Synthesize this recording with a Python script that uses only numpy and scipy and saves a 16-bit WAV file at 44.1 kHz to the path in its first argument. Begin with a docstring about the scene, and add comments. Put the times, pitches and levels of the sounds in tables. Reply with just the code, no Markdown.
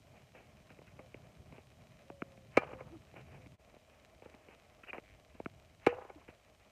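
"""Two forehands on an outdoor hard court: soft pushes ring racket and strings, noise snaps, fences echo.
Before each, the ball bounces as short ringing modes and the racket swishes as swelling noise. Shoes tap,
scuff on noise grains and squeak on a wavering sine; a far dove, a short hum and low blips are gliding sines.
Shaped noise makes wind, traffic and the hiss of a small microphone; rung clicks make faint ticks and a buzz.
The bass arrives late; between the strokes the level dips briefly, and the wind is deeper afterwards."""
import sys
import numpy as np
from scipy import signal
from scipy.fft import rfft, irfft, next_fast_len
from scipy.io import wavfile

SR = 44100
rng = np.random.default_rng(int(sys.argv[2]) if len(sys.argv) > 2 else 0)


def digitize_waveform(pressure):
    """Quantize a signal to 16-bit integers and store it at the path in sys.argv[1].

    Rows of a 2-D input are taken as channels; values are limited to [-1, 1].
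    """
    field = np.atleast_2d(pressure).T
    bounded = np.clip(field, -1, 1)
    quanta = np.round(bounded * 32767).astype(np.int16)
    wavfile.write(sys.argv[1], SR, quanta)


N = 295911


def amp(db):
    """Decibels to a linear factor."""
    return 10 ** (np.asarray(db) / 20)


def rms_one(x):
    """Scale to rms 1."""
    return x / np.sqrt(np.mean(x ** 2) + 1e-20)


def butter(x, hz, kind, order=2):
    """Butterworth filter."""
    sos = signal.butter(order, np.clip(hz, 10, .45 * SR), kind, fs=SR, output="sos")
    return signal.sosfilt(sos, x)


def clicks(times, sizes):
    """Single-sample pushes."""
    x = np.full(N, 1e-18)
    np.add.at(x, np.round(np.asarray(times) * SR).astype(int), sizes)
    return x


def ring(x, hz, t60):
    """A resonator: a unit click sets a sine of height 1 ringing, 60 dB down after t60 seconds."""
    radius = amp(-60 / (max(t60, .001) * SR))
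    w = 2 * np.pi * hz / SR
    return signal.lfilter([0, np.sin(w)], [1, -2 * radius * np.cos(w), radius * radius], x)


def dying(x, t60):
    """Each click becomes a step that fades by 60 dB in t60 seconds."""
    return signal.lfilter([1], [1, -amp(-60 / (max(t60, .001) * SR))], x)


def drift(hz):
    """Slow chance: low-passed noise, rms 1."""
    return rms_one(butter(rng.standard_normal(N + SR), hz, "low")[SR:])


def coloured(spectrum):
    """Noise with the given spectrum, rms 1."""
    hz, db = np.transpose(spectrum)
    size = next_fast_len(N)
    bin_hz = np.arange(size // 2 + 1) * SR / size
    gain = amp(np.interp(np.log(bin_hz + 1), np.log(hz), db, -200, -200))
    return rms_one(irfft(rfft(rng.standard_normal(size)) * gain, size)[:N])


def soft(x, hz):
    """A soft contact: the click is low-passed, its height roughly kept."""
    return butter(x, hz, "low") * SR / (2 * hz)


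# Spectrum of the microphone hiss: pitch_hz [Hz], level_db [dB per Hz, relative]
HISS_SPECTRUM = [(1760, -34), (3000, 0), (3590, -7), (3950, -5), (4320, -8.5), (4890, -7.5), (5640, -7.5),
                 (6170, -7.5), (8350, -12), (8880, -10.5), (9520, -16), (14600, -17.5), (15500, -26)]


def hiss():
    """Steady noise of a small microphone, shaped by its spectrum."""
    return amp(-81.5) * coloured(HISS_SPECTRUM)


# Runs of steady electrical ticks: first_s [s], last_s [s], level_db [dB]
TICK_RUNS = [(0.0207, 3.55, -66.5), (3.649, 6.7, -64)]
# Resonances of one tick: pitch_hz [Hz], level_db [dB], t60_s [s]
TICK_MODES = [(1724, -14.5, 0.0034), (2600, 7.5, 0.0019), (3840, -7, 0.0062), (5040, -16, .002),
              (5960, -16.5, 0.0022)]
TICK_SPACING_S = 0.05
STRAYS_PER_S, STRAY_DB = 14.0, -69


def ticks():
    """Clicks from the electronics, twenty a second with weaker strays between, ring a few resonances."""
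    stray_levels = amp(STRAY_DB + rng.normal(0, 3.0, N))
    train = (rng.random(N) < STRAYS_PER_S / SR) * stray_levels
    for first, last, db in TICK_RUNS:
        times = np.arange(first, last, TICK_SPACING_S)
        train = train + clicks(times, amp(db + rng.normal(0, 2.8, len(times))))
    return sum(ring(train, hz, t60) * amp(mode_db) for hz, mode_db, t60 in TICK_MODES)


def buzz():
    """A short electrical buzz: an even run of clicks, each ringing one dull resonance."""
    times = np.arange(5.0395, 5.145, 1 / 100)   # a hundred a second
    train = clicks(times, amp(-56.5 + rng.normal(0, 1.2, len(times))))
    return ring(train, 2270, 0.0048)


# Spectrum of far traffic: pitch_hz [Hz], level_db [dB per Hz, relative]
TRAFFIC_SPECTRUM = [(120, -26.5), (200, -3.5), (357, -8.5), (478, -5), (546, -4.5), (623, 1.5),
                    (952, -14.5), (1050, -11), (1180, -14.5), (1290, -15), (1560, -18.5), (2440, -11.5),
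                    (3600, -38), (4680, -59.5), (7920, -120)]


def traffic():
    """Far traffic: shaped noise whose low and high parts swell apart."""
    road = amp(-73.5 + 1.5 * drift(1.5)) * coloured(TRAFFIC_SPECTRUM)
    low = butter(road, 1286, "low", order=4)
    high = butter(road, 1380, "high", order=4)
    return amp(1.6 * drift(8)) * low + amp(1.8 * drift(12.8)) * high


# Level path of the wind: time_s [s], level_db [dB]
GUST_LEVELS = [(0, -65.5), (.2, -70.5), (.9, -66), (1.4, -66.5), (2.1, -70), (2.75, -61), (3.0, -67),
               (3.4, -63.5), (3.7, -72.5), (4.3, -71), (4.93, -73), (5.03, -64), (5.3, -70), (5.55, -61.5),
               (5.8, -69), (6.3, -71), (6.71, -76)]
# Wind spectrum before the dip in level: pitch_hz [Hz], level_db [dB per Hz, relative]
WIND_SPECTRUM = [(12, -50), (20, -3), (56, -2.5), (129, 1.5), (173, -4), (285, -14), (319, -16.5),
                 (400, -16), (520, -35.5), (880, -120)]
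# Deeper wind spectrum from the dip on: pitch_hz [Hz], level_db [dB per Hz, relative]
DEEP_WIND_SPECTRUM = [(12, -49), (20, 0.5), (80, -4), (141, -9.5), (228, -23), (348, -24), (376, -27),
                      (400, -24), (520, -57), (880, -120)]


def wind():
    """Gusts of low shaped noise, lumpy in level, deeper from the bottom of the dip on."""
    s, db = np.transpose(GUST_LEVELS)
    t = np.arange(N) / SR
    dip_s = LEVEL_DIP[1][0]
    rumble = np.where(t < dip_s, coloured(WIND_SPECTRUM), coloured(DEEP_WIND_SPECTRUM))
    return amp(np.interp(t, s, db) + 2.0 * drift(4.4)) * rumble


def gliding_tones(table):
    """Near-pure tones that glide to a top pitch and away, their level wavering a little."""
    out, t = np.zeros(N), np.arange(N) / SR
    for start, top, end, hz, db, climb_hz, sag_hz, fade_db in table:
        s = np.sort([start, top, end])
        level = amp(np.interp(t, s, [db - 12, db, db - fade_db], -200))   # rises 12 dB to the top
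        release = np.clip(1 + (end - t) / 0.01, 0, 1)   # 10 ms
        pitch = np.interp(t, s, [hz - climb_hz, hz, hz - sag_hz])
        out += np.sqrt(2) * level * release * np.sin(2 * np.pi * np.cumsum(pitch) / SR)
    return out * amp(1.2 * drift(16))


# Coos of a far dove; the last row is a short hum near 510 Hz just after the second stroke,
# perhaps the ringing strings: start_s [s], top_s [s], end_s [s], top_hz [Hz], top_db [dB],
# climb_hz [Hz], sag_hz [Hz], fade_db [dB after the top]
COOS_AND_HUM = [(0.978, 1, 1.06, 522, -65, 0, 0, 11), (2.052, 2.116, 2.46, 564, -68, 35, 38.5, 7),
                (2.654, 2.721, 2.88, 526, -60.5, 33, 20, 13), (3.357, 3.397, 3.47, 521, -74.5, 8, 26, 4),
                (5.951, 5.97, 6.005, 512, -54, 11, 2, 9)]


def coos_and_hum():
    """Soft sines climb to a top and sag: a far dove, then a short hum, perhaps the ringing strings."""
    return gliding_tones(COOS_AND_HUM)


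# One low blip after each stroke: start_s [s], top_s [s], end_s [s], top_hz [Hz], top_db [dB],
# climb_hz [Hz], sag_hz [Hz], fade_db [dB after the top]
LOW_BLIPS = [(2.903, 2.934, 2.97, 347.3, -56.5, 59.5, 50, 8),
             (6.155, 6.158, 6.2, 316, -56.5, -0.5, 62.3, 19)]


def blips():
    """Short low sines that drop in pitch as they fade."""
    return gliding_tones(LOW_BLIPS)


def grit():
    """Dense uneven noise grains, split into a low rumble and a bright rasp, for taps and scuffs."""
    sizes = np.minimum(rng.exponential(1, (2, N)), 5.0)
    grains = rng.standard_normal((2, N)) * amp(5.2 * sizes)
    rumble = rms_one(butter(grains[0], [300, 850], "band"))
    body = butter(grains[1], [1200, 3100], "band")
    rasp = rms_one(body + 0.45 * butter(grains[1], [2100, 2600], "band"))
    finest = rms_one(butter(grains[1], 3500, "high"))
    return rumble, rasp + amp(-6) * finest


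# Soles dragged over grit: start_s [s], loudest_s [s], end_s [s], rumble_db [dB], rasp_db [dB]
SHOE_SCUFFS = [(0.14, 0.16, 0.26, -72, -72.5), (0.331, 0.356, 0.47, -65.5, -67),
               (.692, 0.692, 0.78, -74, -70), (.859, 0.894, 0.88, -86, -68),
               (0.987, 0.994, 1.006, -54, -68), (1.52, 1.545, 1.62, -70.5, -72),
               (3.054, 3.083, 3.2, -82, -76), (3.151, 3.167, 3.237, -61, -61),
               (3.24, 3.348, 3.4, -66, -69.5), (3.888, 3.893, 4.1, -76, -75),
               (4.205, 4.227, 4.57, -70, -76), (4.48, 4.523, 4.556, -68, -65.5),
               (4.833, 4.833, 4.86, -69, -57.5), (4.857, 4.893, 4.908, -60.5, -56.5),
               (4.928, 4.932, 5.003, -52.5, -55), (5.344, 5.344, 5.39, -68, -70.5),
               (6.28, 6.279, 6.32, -63.5, -60)]


def scuffs(rumble, rasp):
    """Soles drag over the grit: rumble and rasp swell and fade together."""
    out, t = np.zeros(N), np.arange(N) / SR
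    for start, loudest, end, rumble_db, rasp_db in SHOE_SCUFFS:
        drag = np.interp(t, np.sort([start, loudest, end]), [0, 1, 0])
        out += drag * (amp(rumble_db) * rumble + amp(rasp_db) * rasp)
    return out


# Shoe taps: start_s [s], level_db [dB], slap_db [dB against the thud], thud_hz [Hz], slap_hz [Hz]
SHOE_TAPS = [(0.142, -54, -16, 646, 966), (0.348, -50, -21, 646, 1290), (0.703, -50.5, -4, 222, 1590),
             (0.788, -45, -9.5, 453, 1030), (0.816, -46.5, -14, 616, 966), (0.992, -44.5, -8.5, 345, 915),
             (1.143, -39, -5.5, 490, 1350), (1.524, -45.5, -7.5, 234, 1030),
             (1.581, -42.5, -8.5, 501, 1240), (1.716, -56, -7, 202, 1810), (2.1, -35, -16, 640, 910),
             (2.375, -47, -12.5, 204, 1060), (3.139, -48, -14, 635, 1350), (3.461, -47.5, -4.5, 258, 902),
             (3.74, -47.5, -16, 654, 1300), (3.765, -47, -12, 645, 947), (4.221, -40, -16, 640, 1230),
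             (4.258, -42, -13, 520, 1190), (4.341, -48, -6, 245, 1010), (4.485, -45.5, -6.5, 484, 1038),
             (4.834, -51, -14, 302, 1650), (4.931, -44, 2, 394, 1820), (4.981, -34, -7, 500, 1390),
             (5.347, -48.5, -18, 234, 1140), (5.4, -30, -20.5, 631.3, 910), (6.285, -42.5, -15, 423, 912)]


def taps(rumble, rasp):
    """A click rings a short thud and a brighter slap, and loose grit settles after it."""
    out = np.zeros(N)
    part = np.arange(6000)
    kick = 1e-18 + (part == 0)
    for s, db, slap_db, hz, slap_hz in SHOE_TAPS:
        at = round(s * SR)
        here = slice(at, at + len(part))
        thud = butter(ring(kick, hz, 3.6 / hz), 1600, "low")   # 60 dB down in 3.6 cycles
        slap = amp(slap_db) * (ring(kick, 2270, 0.0061) + ring(kick, slap_hz, 0.0037))
        loose = rumble[here] + amp(slap_db) * rasp[here]
        settling = amp(-16.5) * dying(kick, 0.027) * loose
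        out[here] += amp(db) * (thud + slap + settling)
    return out


# A sole sticks and slips: time_s [s], pitch_hz [Hz], level_db [dB]
SOLE_SQUEAK = [(4.865, 2720, -76), (4.886, 2600, -58), (4.905, 2500, -47), (4.913, 2500, -72)]


def squeak():
    """Rubber chatters on the court: a falling sine with fast chance wavers in pitch and level."""
    s, hz, db = np.transpose(SOLE_SQUEAK)
    t = np.arange(N) / SR
    pitch = np.interp(t, s, hz) * (1 + 0.0584 * drift(338))
    phase = 2 * np.pi * np.cumsum(pitch) / SR
    level = amp(np.interp(t, s, db, -200, -200) + 2.8 * drift(200))
    return level * np.sin(phase)


# Ball on the court: start_s [s], level_db [dB]
BALL_BOUNCES = [(2.22, -26), (5.459, -26)]
# Modes of the hollow rubber: pitch_hz [Hz], level_db [dB], t60_s [s]
BALL_MODES = [(303, 5.5, 0.0079), (666, -19, 0.054), (1350, 0.5, 0.0073), (2200, -8.5, 0.0087)]


def bounces():
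    """Each landing rings the modes of the hollow ball, the loudest for only a few cycles."""
    s, db = np.transpose(BALL_BOUNCES)
    return sum(ring(clicks(s, amp(db + mode_db - 6)), hz, t60) for hz, mode_db, t60 in BALL_MODES)


def swishes():
    """Air through the strings: band-passed noise swells up to the blow, then stops quickly."""
    t = np.arange(N) / SR
    rise_s, fall_s = 0.071, 0.015
    swell = sum(np.interp(t, [s - rise_s, s, s + fall_s], [0, 1, 0]) for s, *rest in RACKET_STROKES)
    air = rms_one(butter(rng.standard_normal(N), (500, 3000), "band"))
    return amp(-63) * swell * air


def cracks():
    """The bright snap of the strings: a noise burst with a weaker, longer fizz, softened at the top."""
    s, db, crack_db = np.transpose(RACKET_STROKES)[:3]
    blow = clicks(s, amp(db + crack_db))
    burst = amp(-18.5) * dying(blow, 0.034)
    fizz = amp(-30.5) * dying(blow, 0.074)
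    shape = butter(burst + fizz, 400, "low", order=1)
    noise = butter(rng.standard_normal(N), 2200, "high")
    return shape * butter(noise, 4300, "low")


# Racket on ball: start_s [s], level_db [dB], crack_db [dB], string_bed_db [dB],
# thump_hz [Hz], thump_delay_s [s], thump_db [dB]
RACKET_STROKES = [(2.5702, -17.5, 0.5, -31, 499, .0017, 2), (5.865, -18, -1, -15, 410, 0.00226, 2.5)]
# Pushes within one stroke: delay_s [s], level_db [dB], softness_cut_hz [Hz]
CONTACT_PUSHES = [(0, -2, 2770), (.0018, -5, 2500), (.0033, -14.5, 2500), (.0035, 0, 800),
                  (.0078, -4, 2660)]
# Frame and string modes; each stroke meets another spot of the strings:
# pitch_hz [Hz], t60_s [s], first_stroke_db [dB], second_stroke_db [dB]
RACKET_MODES = [(84, .1, -23.5, -24), (164, .056, -32, -26), (366, .03, -17.5, -27), (791, 0.035, -5.5, -4),
                (1045, 0.054, -20.5, -21), (1246, .062, -12.5, -19), (1467, .087, -26, -22),
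                (1747, 0.15, -30.5, -35), (2200, .022, -7, -12.5), (2370, 0.08, -15.5, -22.5),
                (2610, 0.039, -22.5, -22)]
# Fences and hedges that answer: thin_below_hz [Hz], dull_above_hz [Hz], smear_s [s],
# first_stroke_db [dB], second_stroke_db [dB]
ECHO_SURFACES = [(494, 1140, 0.017, -17.5, -17), (500, 1500, 0.016, -32, -28),
                 (500, 1400, 0.026, -36, -24.5), (510, 1600, .016, -30, -27),
                 (250, 1660, 0.0064, -24.5, -30.5), (282, 2300, 0.064, -26, -25)]
# Echo delays, one row a stroke, one column a surface: delay_s [s]
ECHO_DELAYS = [(.058, .074, .115, .141, .158, .234), (.057, .074, .116, .152, .181, .232)]
# Diffuse tail off leaves and wire: pitch_hz [Hz], level_db [dB], t60_s [s]
SCATTER_TAIL = [(200, -43, 0.18), (410, -41, 0.46), (600, -43.5, 0.84), (800, -42.5, 1), (1490, -56, 0.15),
                (2460, -25, 0.14), (2500, -49.5, 1)]


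def strokes():
    """The ball flattens on the strings in several pushes; modes ring, surfaces echo, a tail scatters."""
    out = np.zeros(N)
    bands = []
    for hz, tail_db, t60 in SCATTER_TAIL:
        band = rms_one(butter(rng.standard_normal(N), [hz / 1.48, hz * 1.61], "band"))
        bands.append(band * amp(5.45 * drift(32)))   # leaves and wire scatter unevenly: a lumpy tail
    kick = clicks([0], 0.91)[:SR * 3 // 4]

    def late(delay_s):
        """The kick, delayed."""
        return np.roll(kick, round(delay_s * SR))

    for k, (s, db, crack_db, bed_db, thump_hz, thump_s, thump_db) in enumerate(RACKET_STROKES):
        push = sum(soft(-amp(push_db) * late(delay), hz) for delay, push_db, hz in CONTACT_PUSHES)
        modes = sum(amp(mode_db[k]) * ring(late(0.002394), hz, t60) for hz, t60, *mode_db in RACKET_MODES)
        thump = amp(thump_db) * ring(late(thump_s), thump_hz, 0.017)   # the air inside the ball
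        direct = butter(push, 178, "high") + modes + thump
        string_bed = ring(late(0.00265), 485, 0.25)   # main note of the strings
        heard = direct + amp(bed_db) * string_bed
        for delay, (low_hz, high_hz, smear, *echo_db) in zip(ECHO_DELAYS[k], ECHO_SURFACES):
            # a rough surface returns one copy, then a spray of weaker ones
            spray = rng.standard_normal(len(kick)) * dying(amp(-31.5) * late(delay), smear)
            answer = butter(direct, [low_hz, high_hz], "band")
            echo = signal.fftconvolve(answer, late(delay) + spray)[:len(kick)]
            heard += amp(echo_db[k]) * echo
        at = round(s * SR)
        here = slice(at, at + len(kick))
        for band, (hz, tail_db, t60) in zip(bands, SCATTER_TAIL):
            fade = butter(dying(late(0.0034), t60), 190, "low", order=1)
            heard += amp(tail_db) * band[here] * fade
        out[here] += amp(db) * heard
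    return out


def scene():
    """Court sounds pass the microphone port; ticks, buzz and hiss join after the bass cut."""
    rumble, rasp = grit()
    shoes = taps(rumble, rasp) + scuffs(rumble, rasp) + squeak()
    court = butter(strokes() + bounces() + swishes() + shoes, 175, "high")
    # the port shuts out most treble above 2917 Hz, but some leaks through
    through_port = butter(court, 2917, "low", order=10) + amp(-19) * court
    heard = through_port + cracks() + coos_and_hum() + blips() + wind() + traffic()
    return (butter(heard, 55, "high", order=3) + ticks() + buzz() + hiss())[None]


# Overall level with its brief dip: time_s [s], level_db [dB]
LEVEL_DIP = [(3.548, 6), (3.575, -16.5), (3.599, 4), (3.68, 5)]


def record(dry):
    """Seven all-passes delay the bass, the overall level dips briefly, and the top is cut."""
    a = np.exp(-2 * np.pi * 500 / SR)   # bass below about 500 Hz lags most
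    late = signal.sosfilt([[-a, 1, 0, 1, -a, 0]] * 7, dry)
    s, db = np.transpose(LEVEL_DIP)
    dipped = late * amp(np.interp(np.arange(N) / SR, s, db))
    return signal.sosfilt(signal.cheby2(12, 40, 15400, fs=SR, output="sos"), dipped)


dry = scene()
out = record(dry)
digitize_waveform(out)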